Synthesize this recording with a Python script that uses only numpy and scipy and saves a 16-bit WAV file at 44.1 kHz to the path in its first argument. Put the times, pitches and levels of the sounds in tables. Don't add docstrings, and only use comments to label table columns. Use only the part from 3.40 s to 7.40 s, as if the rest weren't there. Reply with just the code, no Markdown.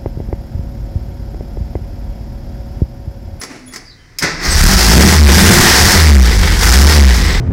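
import sys
import numpy as np
from scipy import signal
from scipy.fft import rfft, irfft
from scipy.io import wavfile

SR = 44100
rng = np.random.default_rng(int(sys.argv[2]) if len(sys.argv) > 2 else 0)


def wav_out(sig):
    wavfile.write(sys.argv[1], SR, np.round(np.clip(np.atleast_2d(sig).T, -1, 1) * 32767).astype(np.int16))


N = 176400
T = np.arange(N) / SR


def undb(db):
    return 10 ** (np.asarray(db) / 20)


def unit(x):
    return x / np.sqrt(np.mean(x ** 2) + 1e-18)


def curve(rows, column=1):
    rows = np.array(rows, float)
    return np.interp(T, rows[:, 0], rows[:, column])


def colour(x, points):
    size = 16384
    hz, db = np.array(points, float).T
    bins_hz = np.maximum(np.arange(size // 2 + 1) * SR / size, 1)
    gain = undb(np.interp(np.log(bins_hz), np.log(hz), db))
    cepstrum = irfft(np.log(gain))
    cepstrum[1:size // 2] *= 2
    cepstrum[size // 2 + 1:] = 0
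    return signal.fftconvolve(x, irfft(np.exp(rfft(cepstrum))))[:N]


def noise(points):
    return unit(colour(rng.standard_normal(N), points))


def narrowband(phase):
    return sum(noise([(130, -1), (400, -10), (2000, -53)]) * wave(phase) for wave in (np.sin, np.cos))


def glide(start_s, length_s, from_hz, to_hz):
    return 2 * np.pi * np.cumsum(np.interp(T, [start_s, start_s + length_s], [from_hz, to_hz])) / SR


def strike(start_s, decay_s):
    return (T >= start_s) * np.exp(-np.abs(T - start_s) / decay_s)


def ring(start_s, hz, decay_s):
    return strike(start_s, decay_s) * np.sin(2 * np.pi * hz * (T - start_s))


def arch(start_s, length_s):
    return np.sin(np.pi * np.clip((T - start_s) / length_s, 0, 1))


def pulses(times_s, sizes):
    position = np.clip(times_s * SR, 0, N + 1)
    i, out = position.astype(int), np.zeros(N + 3)
    np.add.at(out, i, sizes * (1 - position + i))
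    np.add.at(out, i + 1, sizes * (position - i))
    return out[:N]


# (frequency [Hz], level [dB])
RUMBLE_SPECTRUM = [(15, -22), (25, 7), (70, -2.5), (130, 1), (180, -11), (450, -19), (770, -35),
                   (2000, -50), (3200, -46), (5000, -44), (8000, -39), (15000, -45)]

def rumble():
    return undb(-40) * noise(RUMBLE_SPECTRUM)


def garage(x, wet_db, t60_s=0.47):
    tail = rng.standard_normal(N) * undb(-60 * T / t60_s) * (T > .006)
    tail = colour(tail, [(5600, 0), (16000, -10)])
    return x + undb(wet_db) * signal.fftconvolve(x, tail / np.sqrt(np.sum(tail ** 2)))[:N]


# (time [s], length [s], from [Hz], to [Hz], level [dB])
SPRING_SQUEAKS = [(-.02, 0.049, 10130, 10050, -26.5), (0.259, 0.035, 10400, 10000, -31.5),
                  (.272, 0.024, 3440, 3350, -39), (.273, 0.035, 6800, 6950, -39),
                  (.274, .03, 13600, 13400, -46), (0.3, .035, 9650, 9550, -36),
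                  (.53, .18, 10200, 8700, -67), (0.563, 0.085, 3200, 3000, -51)]

def springs():
    out = np.zeros(N)
    for start_s, length_s, from_hz, to_hz, db in SPRING_SQUEAKS:
        phase = glide(start_s, length_s, from_hz, to_hz)
        waver = .6 * noise([(200, -4), (900, -40)])
        out += undb(db) * arch(start_s, length_s) * np.sin(phase + waver)
    return out


# (frequency [Hz], level [dB])
CLACK_SPECTRUM = [(130, -33), (248, 1), (530, -19), (1020, -8), (1220, -10), (1340, -2), (1730, -10),
                  (1980, 3.5), (2550, -19), (3830, -15), (5130, -3), (15500, -27)]
# (time [s], level [dB], decay [s])
LINKAGE_CLACKS = [(0.014, -18, 0.016), (0.035, -19, 0.0095), (.324, -32.5, 0.015), (0.336, -23, 0.018),
                  (.36, -19.5, 0.01)]
# (frequency [Hz], level [dB])
RUB_SPECTRUM = [(59, -43), (100, -17), (146, -19), (268, -4), (337, -7), (600, -13), (1290, -20.5),
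                (2180, -15), (3320, -30), (5480, -23), (15000, -51)]
# (time [s], level [dB])
RUB_LEVEL = [(0, -42), (.03, -27.5), (.08, -34.5), (.115, -27), (.14, -32), (.165, -30.5), (.25, -42),
             (.31, -43), (.37, -33.5), (.45, -44), (.55, -68)]
# (time [s], length [s], from [Hz], to [Hz], level [dB])
LINKAGE_CHIRPS = [(0.442, 0.088, 5000, 4660, -37), (0.492, 0.07, 4200, 3990, -40.5)]

def linkage(creak_hz=253):
    clacks = sum(undb(db) * strike(start_s, decay_s) for start_s, db, decay_s in LINKAGE_CLACKS)
    out = noise(CLACK_SPECTRUM) * clacks
    out += noise(RUB_SPECTRUM) * undb(curve(RUB_LEVEL))
    out += undb(-31.5) * arch(0.18, 0.15) * np.sin(2 * np.pi * creak_hz * T)
    for start_s, length_s, from_hz, to_hz, db in LINKAGE_CHIRPS:
        out += undb(db) * arch(start_s, length_s) * narrowband(glide(start_s, length_s, from_hz, to_hz))
    return out


# (frequency [Hz], level [dB])
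SOLENOID_SPECTRUM = [(180, -38), (430, -7), (1150, -19), (2060, 6), (2800, -4), (3070, 0), (4260, -4),
                     (5110, 17), (5800, 4), (15500, -8)]
# (frequency [Hz], level [dB])
GEAR_SPECTRUM = [(18, -25), (32, 5), (60, -1), (120, -5), (175, 7.5), (210, -16), (260, 2.5), (340, -0.5),
                 (450, -3.5), (620, -8.5), (1300, -6), (1990, 0.5), (3050, -18), (5270, -7), (10300, -35),
                 (15500, -46)]
# (time [s], level [dB])
GEAR_LEVEL = [(.79, -44.5), (.825, -14.5), (.84, -7.5), (.865, -12), (.92, -18), (.98, -23.5),
              (1.06, -13.5), (1.2, -19.5), (1.3, -60)]
# (time [s], length [s], pitch [Hz], level [dB])
CATCH_SQUEALS = [(1.096, 0.046, 8070, -15), (1.2, .035, 8600, -20)]

def starter(solenoid_s=.786, pinion_s=.824, tooth_hz=173, pump_hz=31.4):
    snap = undb(-10) * noise(SOLENOID_SPECTRUM) * strike(solenoid_s, decay_s=.014)
    crash = undb(-7.5) * noise(CLACK_SPECTRUM) * strike(pinion_s, decay_s=.02)
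    housing = undb(-30) * ring(pinion_s, hz=331, decay_s=0.066)
    tooth_wave = np.sin(2 * np.pi * tooth_hz * T)
    gears = noise(GEAR_SPECTRUM) * undb(curve(GEAR_LEVEL)) * (1 + 0.085 * tooth_wave)
    hum = undb(-29) * tooth_wave * arch(0.81, 0.44)
    pump = undb(-22) * np.sin(2 * np.pi * pump_hz * T) * arch(0.87, 0.33)
    squeals = sum(undb(db) * arch(start_s, length_s) * narrowband(2 * np.pi * hz * T)
                  for start_s, length_s, hz, db in CATCH_SQUEALS)
    return snap + crash + housing + gears + hum + pump + squeals


# (time [s], firing rate [Hz])
FIRING_RATE = [(1.05, 28.7), (1.11, 29.71), (1.29, 40.86), (1.40, 57.9), (1.48, 52.65), (1.57, 67.2),
               (1.69, 80.55), (1.81, 74.55), (1.9, 64.8), (1.99, 90.7), (2.1, 113.5), (2.17, 118.4),
               (2.29, 112.9), (2.42, 98.94), (2.62, 79), (2.77, 67.03), (2.89, 55.04), (3.05, 44.4),
               (3.17, 44), (3.3, 58.32), (3.42, 70.32), (3.52, 77.13), (3.66, 65.6), (3.8, 50.9),
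               (4.0, 39.68)]
CYLINDER_DB = [2, -4.5, -2.5, -5.5, -3, -1.5]
CATCH_S, IDLE_HZ, SMOOTH_HZ = FIRING_RATE[0][0], 46, 62

def firings():
    firing_hz = curve(FIRING_RATE)
    cycles = np.cumsum(firing_hz * (T > CATCH_S)) / SR
    index = np.arange(int(cycles[-1]))
    times_s = np.interp(index + 1e-6, cycles, T)
    return cycles, times_s, np.interp(times_s, T, firing_hz), np.take(CYLINDER_DB, index, mode="wrap")


# (frequency [Hz], level [dB])
CLATTER_SPECTRUM = [(120, -40), (260, -2.5), (370, -1.5), (470, -1.5), (640, -14.5), (860, -6), (1100, -10),
                    (1400, -10), (1950, -1.5), (2700, -12), (3500, -9.5), (5100, -13), (6600, -27),
                    (8000, -17), (10200, -52), (15500, -36)]

def valves_and_fan(cycles, tap_decay_s=0.018, scatter_db=7, rise_s=0.055, db_per_octave=3.5):
    tap_cycles = np.arange(2 * int(cycles[-1])) / 2
    slip, force = rng.standard_normal((2, len(tap_cycles)))
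    taps = pulses(np.interp(tap_cycles + 0.071 * slip, cycles, T), undb(scatter_db * force))
    taps = signal.lfilter([1], [1, -np.exp(-1 / (tap_decay_s * SR))], taps)
    running = np.clip((T - CATCH_S) / rise_s, 0, 1)
    level_db = -13.5 + db_per_octave * np.log2(curve(FIRING_RATE) / SMOOTH_HZ)
    return noise(CLATTER_SPECTRUM) * unit(taps + 1) * running * undb(level_db)


# (time [s], roar level [dB], bark level [dB])
INTAKE_LEVELS = [(.99, -46, -52), (1.04, -21, -46), (1.12, -17, -21), (1.2, -8, -31), (1.25, -7.5, -9.5),
                 (1.42, -7.5, -11.5), (1.6, -5, -1), (1.74, -7.5, -5), (1.8, -12.5, -17),
                 (1.88, -9.5, -6.5), (1.97, -4, -5), (2.13, -2.5, -2), (2.34, -5.5, -17.5),
                 (2.56, -5.5, -10.5), (2.65, -11.5, -17.5), (2.76, -12, -6.5), (2.85, -18, -12.5),
                 (3.19, -17, -17.5), (3.24, -7.5, -16), (3.4, -7.5, -7), (3.49, -7.5, -8.5),
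                 (3.535, -12, -11), (3.585, -11.5, -6.5), (3.8, -18.5, -17.5), (4.0, -29, -27)]
# (frequency [Hz], level [dB])
BARK_SPECTRUM = [(60, -24), (110, -6.5), (138, -3), (160, -3), (180, 0), (207, -1.5), (250, -9), (290, -15),
                 (360, -9), (500, -21.5), (900, -22), (3000, -51.5)]
# (frequency [Hz], level [dB])
ROAR_SPECTRUM = [(100, -18), (250, -20.5), (370, -10.5), (520, -13), (720, -5.5), (880, -5.5), (1120, -7),
                 (1500, -2.5), (1950, -3.5), (2500, -10), (3100, -11.5), (4200, -10.5), (5150, -4),
                 (6900, -9.5), (10000, -14.5), (15500, -20)]
# (frequency [Hz], level [dB])
RASP_SPECTRUM = [(2800, -32), (4300, -2), (5200, -0.5), (6100, -4), (9000, -28.5), (15500, -23)]
# (time [s], level [dB])
RASP_LEVEL = [(1.0, -39), (1.04, -15.5), (1.2, -16), (1.38, -11.5), (1.75, -14.5), (1.85, -17), (2.1, -33),
              (2.3, -7.5), (2.56, -12), (2.63, -16.5), (3.18, -27), (3.24, -20), (3.54, -14), (3.7, -20),
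              (4.0, -27.5)]

def intake(cycles, times_s, rate_hz, cylinder_db, load, puff_cycles=0.36, scatter_db=3):
    slip, force = rng.standard_normal((2, len(times_s))) * np.interp(times_s, T, load)
    sizes = undb(cylinder_db / 2 + scatter_db * force) / np.sqrt(rate_hz)
    kicks = pulses(times_s + .07 * slip / rate_hz, sizes)
    puff = np.exp(-(cycles % 1) / puff_cycles) * (T > CATCH_S)
    gas = rng.standard_normal(N) * puff
    bark = unit(colour(unit(kicks) + .6 * load * unit(gas), BARK_SPECTRUM))
    bark *= undb(curve(INTAKE_LEVELS, column=2))
    puff_sizes = undb(scatter_db * rng.standard_normal(len(times_s) + 1))
    airflow = unit(1 + puff * puff_sizes[cycles.astype(int)]) * (T > INTAKE_LEVELS[0][0])
    roar = noise(ROAR_SPECTRUM) * undb(curve(INTAKE_LEVELS))
    rasp = noise(RASP_SPECTRUM) * undb(curve(RASP_LEVEL))
    return bark + (roar + rasp) * airflow


# (time [s], level [dB])
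HEAVY_FIRINGS = [(1.078, 5), (1.236, -6), (1.279, 7), (1.428, -15), (2.169, 2), (2.217, 9.5), (3.003, 6),
                 (3.89, -5), (3.959, 1)]
# (frequency [Hz], gain [dB])
EXHAUST_MODES = [(34, -15), (63, -10.5)]

def thumps():
    return sum(undb(db + mode_db) * ring(start_s, hz, decay_s=0.024)
               for start_s, db in HEAVY_FIRINGS for hz, mode_db in EXHAUST_MODES)


# (frequency [Hz], gain [dB])
EXHAUST_RESPONSE = [(12, -34), (22, -13), (33, 8.5), (44, 3), (55, 2.5), (68, 3.5), (77, 4), (88, -4),
                    (100, -12), (120, -18.5), (160, -7), (205, -16.5), (260, -32), (400, -33), (900, -78)]
# (time [s], level [dB])
EXHAUST_LEVEL = [(1.02, -66), (1.08, -9), (1.25, -4.5), (1.42, -4.5), (1.6, 3.5), (1.73, -4), (1.81, 4),
                 (1.88, 3), (1.96, -0.5), (2.1, 4), (2.32, -1.5), (2.44, 1), (2.53, -1), (2.64, 2.5),
                 (2.78, 6), (2.88, -0.5), (3.15, -8), (3.3, 1), (3.46, 5), (3.53, -4.5), (3.58, 2),
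                 (3.65, 7), (3.76, -2.5), (4.0, -7.5)]

def exhaust(times_s, rate_hz, cylinder_db, load, jitter_cycles=0.076, scatter_db=2.5):
    least_lumpy = np.maximum(.12, .5 * np.interp(times_s, T, load))
    lumpy = np.clip((SMOOTH_HZ - rate_hz) / (SMOOTH_HZ - IDLE_HZ), least_lumpy, 1)
    slip, force, kick = rng.standard_normal((3, len(times_s)))
    uneven_s = times_s + jitter_cycles * lumpy * slip / rate_hz
    sizes = undb(lumpy * (cylinder_db + scatter_db * force))
    boom = colour(pulses(uneven_s, sizes * SR / rate_hz / 2), EXHAUST_RESPONSE)
    standing_wave = ring(0, hz=78.8, decay_s=0.026)
    burble = signal.fftconvolve(pulses(uneven_s, lumpy * np.tanh(kick)), standing_wave)[:N]
    return (boom + undb(-10) * unit(burble)) * undb(curve(EXHAUST_LEVEL))


def scene():
    cycles, times_s, rate_hz, cylinder_db = firings()
    load = np.minimum(undb(curve(INTAKE_LEVELS) + 5.5) ** 2, 1)
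    low = exhaust(times_s, rate_hz, cylinder_db, load) + thumps()
    high = valves_and_fan(cycles) + intake(cycles, times_s, rate_hz, cylinder_db, load)
    bay = garage(linkage() + starter() + high, wet_db=-12) + garage(springs(), wet_db=-3)
    return (rumble() + bay + low)[None]


def record(dry, ceiling=.71, knee=5, sag_hz=1.9, top_hz=15900):
    clipped = dry / (12.5 + np.abs(dry / ceiling) ** knee) ** (1 / knee)
    sagged = signal.sosfilt(signal.butter(1, sag_hz, "high", fs=SR, output="sos"), clipped)
    return signal.fftconvolve(sagged, signal.firwin(301, top_hz, fs=SR)[None], mode="same")


dry = scene()
out = record(dry)
wav_out(out)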